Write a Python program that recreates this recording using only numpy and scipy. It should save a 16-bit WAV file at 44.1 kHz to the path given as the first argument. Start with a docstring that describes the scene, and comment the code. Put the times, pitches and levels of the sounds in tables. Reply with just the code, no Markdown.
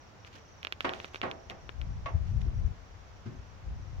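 """Hooves bang on sheet metal as a young goat turns round in a wheelbarrow: ringing stamps on the
tray floor, light scuffs, clacks on the stiffer side wall, then soft treads that only boom the tray.
Dry ticks snap close to the microphone, and from about halfway a gust of wind thumps on its ports.
Behind lies a quiet farmyard with a faint, high bird trill."""
import sys
import numpy as np
from scipy import signal
from scipy.fft import rfft, irfft, next_fast_len
from scipy.io import wavfile
from scipy.ndimage import uniform_filter1d

SR = 44100
rng = np.random.default_rng(int(sys.argv[2]) if len(sys.argv) > 2 else 0)


def to_wav(s):
    """Save 16-bit WAV."""
    ch = np.atleast_2d(s).T  # columns
    pcm = np.round(np.clip(ch, -1, 1) * 32767)  # PCM
    wavfile.write(sys.argv[1], SR, pcm.astype(np.int16))


N = 176400
T = np.arange(int(.7 * SR)) / SR  # seconds within one blow or scuff

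# The stereo width of the metal. Each row: frequency in Hz, left-right correlation.
TRAY_ALIKE = [(150, .5), (600, 0.25), (1400, -0.31), (3000, .1)]


def amp(db):
    """Decibels to gain."""
    return 10 ** (np.asarray(db) / 20)


def unit(x):
    """Scale to rms 1."""
    return x / np.sqrt(np.mean(x ** 2) + 1e-20)


def along(points, hz):
    """Read a curve of (Hz, value) points on a log frequency axis."""
    freqs, values = np.transpose(points)
    return np.interp(np.log(hz + 1), np.log(freqs + 1), values)


def pan(db):
    """Left and right gains for a left-minus-right level difference."""
    return amp(np.array([[db], [-db]]) / 2)


def tilt(hz, slope_db):
    """Brighten or darken by a slope in dB per octave about the midrange."""
    return amp(slope_db * np.log2(np.clip(hz, 200, 6000) / 1500))


def filtered(x, response):
    """Equalise x with a gain that is a function of frequency."""
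    n = x.shape[-1]
    padded = next_fast_len(n + 8192)
    return irfft(rfft(x, padded) * response(np.fft.rfftfreq(padded, 1 / SR)), padded)[..., :n]


def noise(colour, alike, size):
    """Coloured stereo noise of rms 1; alike sets the left-right correlation by frequency."""
    def mid_side_gains(hz):
        width = np.arccos(np.clip(along(alike, hz), -1, 1)) / 2
        return amp(along(colour, hz)) * [np.cos(width), np.sin(width)]
    mid, side = filtered(rng.standard_normal((2, size)), mid_side_gains)
    return unit(np.array([mid + side, mid - side]))


def fade(t, t60):
    """Exponential decay, 60 dB down after t60 seconds."""
    return np.exp(-np.log(1000) * t / t60)


def add(out, start, x):
    """Mix x into out at a start time in seconds."""
    i = max(round(start * SR), 0)
    part = out[:, i:i + x.shape[-1]]
    part += x[..., :part.shape[-1]]


def yard():
    """The steady, quiet air of the farmyard."""
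    colour = [(25, -12), (50, -4.5), (85, 8.5), (150, -3.5), (300, -8), (750, -6.5), (1300, -10),
              (2200, -15.5), (4000, -22.5), (5800, -22.5), (7000, -28), (8500, -46), (12000, -45),
              (16000, -42.5)]  # The air's tone. Each row: frequency in Hz, relative level in dB.
    alike = [(100, 0.63), (500, 0.32), (1500, 0.018), (5000, 0)]  # Its width. Each row: frequency in Hz, left-right correlation.
    return amp(-54) * pan(-0.5) * noise(colour, alike, N)


def bird():
    """A far bird trills in quick falling chirps, smeared by the trees."""
    # The bird's phrases. Each row: start in seconds, end in seconds, relative level in dB.
    trills = [(0, .09, -72), (0.187, .27, -74.5), (0.379, .63, -70.5), (0.798, 1.2, -71.5),
              (1.261, 1.7, -74), (1.77, 2.17, -76), (2.262, 2.45, -77), (2.529, 2.68, -75),
              (2.75, 3.21, -78.5), (3.318, 3.56, -78.5), (3.741, 4, -76.5)]
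    spacing_s, chirp_s, top_hz, end_hz = .031, .028, 6400, 5090
    out, t = np.zeros((2, N)), np.arange(int(chirp_s * SR)) / SR
    cycles = np.cumsum(top_hz + (end_hz - top_hz) * t / chirp_s) / SR
    swell = np.sin(np.pi * t / chirp_s) ** 2
    for start, end, db in trills:
        jitter = rng.standard_normal((32, 3))
        for onset, (late, pitch, loud) in zip(np.arange(start, end, spacing_s), jitter):
            chirp = swell * np.sin(2 * np.pi * cycles * (1 + .02 * pitch))
            add(out, onset + .003 * late, 2 * amp(db + 2 * loud) * chirp)
    trees = rng.standard_normal((2, len(T))) * fade(T, t60=.15)
    smear = signal.fftconvolve(out, trees / np.linalg.norm(trees[0]), axes=1)[:, :N]
    return (out + amp(1) * smear) * pan(-5)


def ticks():
    """Single damped snaps that reach the right port first, each with a faint scatter behind it."""
    # The close ticks. Each row: time in seconds, level in dB, left minus right in dB,
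    # brightness in dB per octave.
    snaps = [(.2483, -33, 6, 1), (0.6307, -28, -6, 6), (0.6496, -19.5, -7, 3), (.6707, -20, -7, 2.5),
             (0.7247, -17, -4.5, 4.5), (0.8072, -15.5, -4, 3), (0.8936, -18, 0, 3),
             (0.9367, -22, -4.5, 2.5), (1.0014, -24.5, 1.5, 1), (1.0456, -22, -2.5, 0),
             (1.1459, -22, 0, -0.5), (1.1591, -22.5, -4, 0.5), (1.2161, -17.5, -5, 1.5),
             (1.314, -22, -4, 4), (1.4995, -25, 4.5, 7.5), (1.5077, -33.5, -0.5, 9), (1.6928, -23, 8, -1),
             (1.8152, -28.5, 2, 2.5)]
    colour = [(80, -12), (200, -4.5), (420, 3.5), (750, -3.5), (1300, 5), (1800, 1.5), (2500, 4),
              (3600, -3), (4300, -11), (5200, -18.5), (7000, -32), (9000, -43), (16000, -37)]  # Their tone. Each row: frequency in Hz, relative level in dB.
    left_lag_s, scatter_db, size = .00029, -9.5, 4096
    out = np.zeros((2, N))
    hz, t = np.fft.rfftfreq(size, 1 / SR), np.arange(size) / SR
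    for start, db, pan_db, slope_db in snaps:
        gain = amp(along(colour, hz)) * tilt(hz, slope_db)
        # Minimum phase packs the energy into the front of the snap.
        cepstrum = irfft(np.log(gain)) * (1 + np.sign(t)) * (np.arange(size) < size // 2)
        snap = irfft(np.exp(rfft(cepstrum) - 2j * np.pi * hz * np.array([[left_lag_s], [0]])))
        scatter = irfft(gain * rfft(rng.standard_normal((2, size)))) * fade(t, t60=0.039)
        scatter *= amp(scatter_db) * np.linalg.norm(snap) / np.linalg.norm(scatter)
        add(out, start - left_lag_s, amp(db) * pan(pan_db) * (scatter - snap) / np.abs(snap).max())
    return out


def scuffs():
    """A hoof slides a little: a short, gritty swell."""
    # The slides. Each row: crest in seconds, level in dB, half-width in seconds.
    slides = [(.275, -56.5, 0.014), (0.359, -57, 0.04), (0.829, -54.5, 0.016), (0.949, -52.5, 0.031),
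              (1.031, -54.5, .06), (1.158, -52, .025), (1.51, -56, .012), (1.72, -65, .008),
              (2.285, -63, .03), (2.416, -54, .008), (2.438, -75, 0.024)]
    colour = [(300, -32), (1500, 0), (2800, 0.5), (4000, -5), (6500, -10), (9000, -31), (16000, -33.5)]  # Their tone. Each row: frequency in Hz, relative level in dB.
    out = np.zeros((2, N))
    for crest, db, width in slides:
        roughness = unit(uniform_filter1d(rng.standard_normal(len(T)), size=60))
        grit = unit(np.exp(.5 * roughness))
        swell = np.exp(-(T / width - 2) ** 2)
        add(out, crest - 2 * width, amp(db) * grit * swell * noise(colour, TRAY_ALIKE, len(T)))
    return out * pan(-5)


def blow(modes, colour, decays, modes_db, wash_db, crack_db):
    """One blow on sheet metal: clear modes, a dense wash that dies by band, and a short crack."""
    phases = rng.uniform(0, 2 * np.pi, (len(modes), 1, 1))
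    phases = phases + rng.normal(0, 0.85, (len(modes), 2, 1))  # left and right drift apart
    gains = amp(np.array(modes)[:, 1] + rng.normal(0, 1.5, len(modes)))
    ring = sum(gain * np.sin(2 * np.pi * hz * T + phase) * fade(T, t60)
               for (hz, _, t60), gain, phase in zip(modes, gains, phases))
    ring /= np.sqrt(np.sum(gains ** 2) / 2)
    hz, t, bands = signal.stft(noise(colour, TRAY_ALIKE, len(T)), SR, nperseg=256)
    bands *= fade(t, along(decays, hz)[:, None])
    wash = signal.istft(bands, SR, nperseg=256)[1][:, :len(T)]
    crack = noise(colour, TRAY_ALIKE, len(T)) * fade(T, t60=0.067)
    return amp(modes_db) * ring + amp(wash_db) * wash + amp(crack_db) * crack


def hard_hoof(metal, slope_db, rise_s):
    """Give a blow the brightness and attack of one hard hoof contact."""
    return filtered(metal, lambda hz: tilt(hz, slope_db)) * (1 - np.exp(-(T / rise_s) ** 2))


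def stamps():
    """Hooves bang on the tray floor and set it ringing."""
    # The stamps. Each row: start in seconds, level in dB, brightness in dB per octave, rise in seconds.
    hits = [(.8435, -27, 1, .003), (1.226, -30, 0, 0.0051), (1.5, -47, -2.5, 0.0024),
            (.345, -60.5, -4, 0.0043)]
    # The floor's modes. Each row: frequency in Hz, relative level in dB, t60 in seconds.
    modes = [(221, -13, .3), (304, -4, 0.21), (365, -2.5, 0.51), (519, -3, 0.53), (565, -10.5, 0.25),
             (658, -1, 0.63), (761, -1, 0.4), (795, -6.5, 0.55), (848, -21, .35), (1096, 1.5, 0.25),
             (1146, 0.5, .25), (1275, -15, 0.25), (1424, -2, 0.23), (1670, -13, 0.23), (1895, -3, 0.25)]
    # Its dense higher-order ringing. Each row: frequency in Hz, relative level in dB.
    colour = [(60, -11.5), (130, -2), (350, 0), (800, 0), (1500, -2), (2200, -6.5), (3200, -13.5),
              (4500, -23), (7000, -37.5), (9000, -46.5), (16000, -61)]
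    decays = [(150, 0.47), (600, 0.51), (1500, 0.32), (3000, 0.26), (8000, .22)]  # How that dies. Each row: frequency in Hz, t60 in seconds.
    out = np.zeros((2, N))
    for start, db, slope_db, rise_s in hits:
        floor = blow(modes, colour, decays, modes_db=-5.5, wash_db=-2, crack_db=3.5)
        add(out, start, amp(db) * hard_hoof(floor, slope_db, rise_s))
    return out


def clacks():
    """Hooves knock the stiffer side wall, which rings higher and shorter."""
    # The clacks. Each row: start in seconds, level in dB, brightness in dB per octave, rise in seconds.
    hits = [(2.0575, -29.5, 1, 0.0017), (2.079, -42, 1.5, .002), (1.506, -43, 3.5, .002)]
    # The wall's modes. Each row: frequency in Hz, relative level in dB, t60 in seconds.
    modes = [(650, -16, 0.57), (701, -10.5, 0.24), (790, -12, 0.19), (1114, -2, .1), (1135, 0.5, 0.1),
             (1887, -19, .1), (2083, -12.5, .11), (2153, -14, 0.17), (2670, -14.5, .12), (2912, -24, .13),
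             (3252, -23, .12)]
    colour = [(100, -22.5), (400, -5), (1100, -1.5), (1500, -10), (2000, -5.5), (3200, -15), (4500, -26),
              (7000, -36.5), (9000, -61), (16000, -52.5)]  # Its wash. Each row: frequency in Hz, relative level in dB.
    decays = [(300, 0.48), (1000, 0.35), (3000, 0.13), (8000, 0.14)]  # How that dies. Each row: frequency in Hz, t60 in seconds.
    out = np.zeros((2, N))
    for start, db, slope_db, rise_s in hits:
        wall = blow(modes, colour, decays, modes_db=-2, wash_db=-8.5, crack_db=-6)
        add(out, start, amp(db) * hard_hoof(wall, slope_db, rise_s))
    return out


def wind():
    """Low buffeting, strongest on the left port, with a few single thumps at the height of the gust."""
    gust = [(0, -71.5), (1.4, -61.5), (1.76, -47), (1.83, -36), (1.93, -36), (2.1, -44), (2.16, -29.5),
            (2.26, -36.5), (2.37, -30.5), (2.53, -38), (2.66, -30), (2.79, -54), (3.23, -54.5), (3.42, -48),
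            (3.58, -53), (3.71, -35.5), (3.86, -46.5), (4, -37)]  # The gust's swell. Each row: time in seconds, level in dB.
    colour = [(15, -15), (35, -3.5), (60, 1), (85, -1.5), (120, -8.5), (180, -17.5), (280, -33),
              (600, -51.5), (2000, -98)]  # Its tone. Each row: frequency in Hz, relative level in dB.
    # Its thumps. Each row: crest in seconds, level in dB, pitch in Hz, half length in seconds.
    thumps = [(2.151, -17.5, 79, 0.011), (2.319, -26.5, 85, 0.014), (2.487, -25, 62.4, 0.01),
              (2.577, -26, 75, .01), (2.654, -24.5, 59.3, 0.013)]
    trim_db, flutter_db = 0.5, 1
    t = np.arange(N) / SR
    flutter = unit(uniform_filter1d(rng.standard_normal(N), size=2000))
    level_db = np.interp(t, *np.transpose(gust)) + trim_db + flutter_db * flutter
    out = amp(level_db) * noise(colour, alike=[(30, .35), (200, 0.2)], size=N)
    for crest, db, hz, half_length in thumps:
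        swell = np.exp(1 - np.hypot(1, (t - crest) / (half_length / 2)))
        out += amp(db) * swell * np.cos(2 * np.pi * hz * (t - crest))
    return out * pan(7)


def treads():
    """Soft steps that only boom the tray's low modes."""
    steps = [(3.257, -33.5), (2.45, -40.5), (3.775, -51)]  # The treads. Each row: start in seconds, level in dB.
    # The low modes. Each row: frequency in Hz, relative level in dB, t60 in seconds.
    modes = [(110.8, 4.5, 0.23), (137, 0, .2), (222.3, -5.5, .3), (303, -23, .3), (368, -11.5, 0.33)]
    colour = [(60, -11), (150, 7.5), (380, -1), (600, -21), (1400, -16), (3000, -25), (6000, -28),
              (12000, -73)]  # Their wash. Each row: frequency in Hz, relative level in dB.
    decays = [(150, 0.51), (1000, .35), (5000, .2)]  # How that dies. Each row: frequency in Hz, t60 in seconds.
    out = np.zeros((2, N))
    attack = 1 - np.exp(-T / 0.0043)
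    for start, db in steps:
        boom = blow(modes, colour, decays, modes_db=1.5, wash_db=-7.5, crack_db=-8)
        add(out, start, amp(db) * boom * attack)
    return out


def hooves():
    """All the blows on the wheelbarrow, with the lows leaning left and the highs right."""
    # The metal's stereo balance. Each row: frequency in Hz, left minus right in dB.
    balance = [(100, 3), (280, 3.5), (500, -3), (1500, -3.5), (6000, -4)]
    blows = stamps() + clacks() + treads()
    return filtered(blows, lambda hz: amp(along(balance, hz) * np.array([[.5], [-.5]])))


def scene():
    """Goat, ticks, wind and bird over the steady air of the yard."""
    return yard() + hooves() + scuffs() + ticks() + wind() + bird()


def record(dry):
    """The recorder keeps nothing above 16 kHz."""
    return filtered(dry, lambda hz: hz < 16000)


dry = scene()
out = record(dry)
to_wav(out)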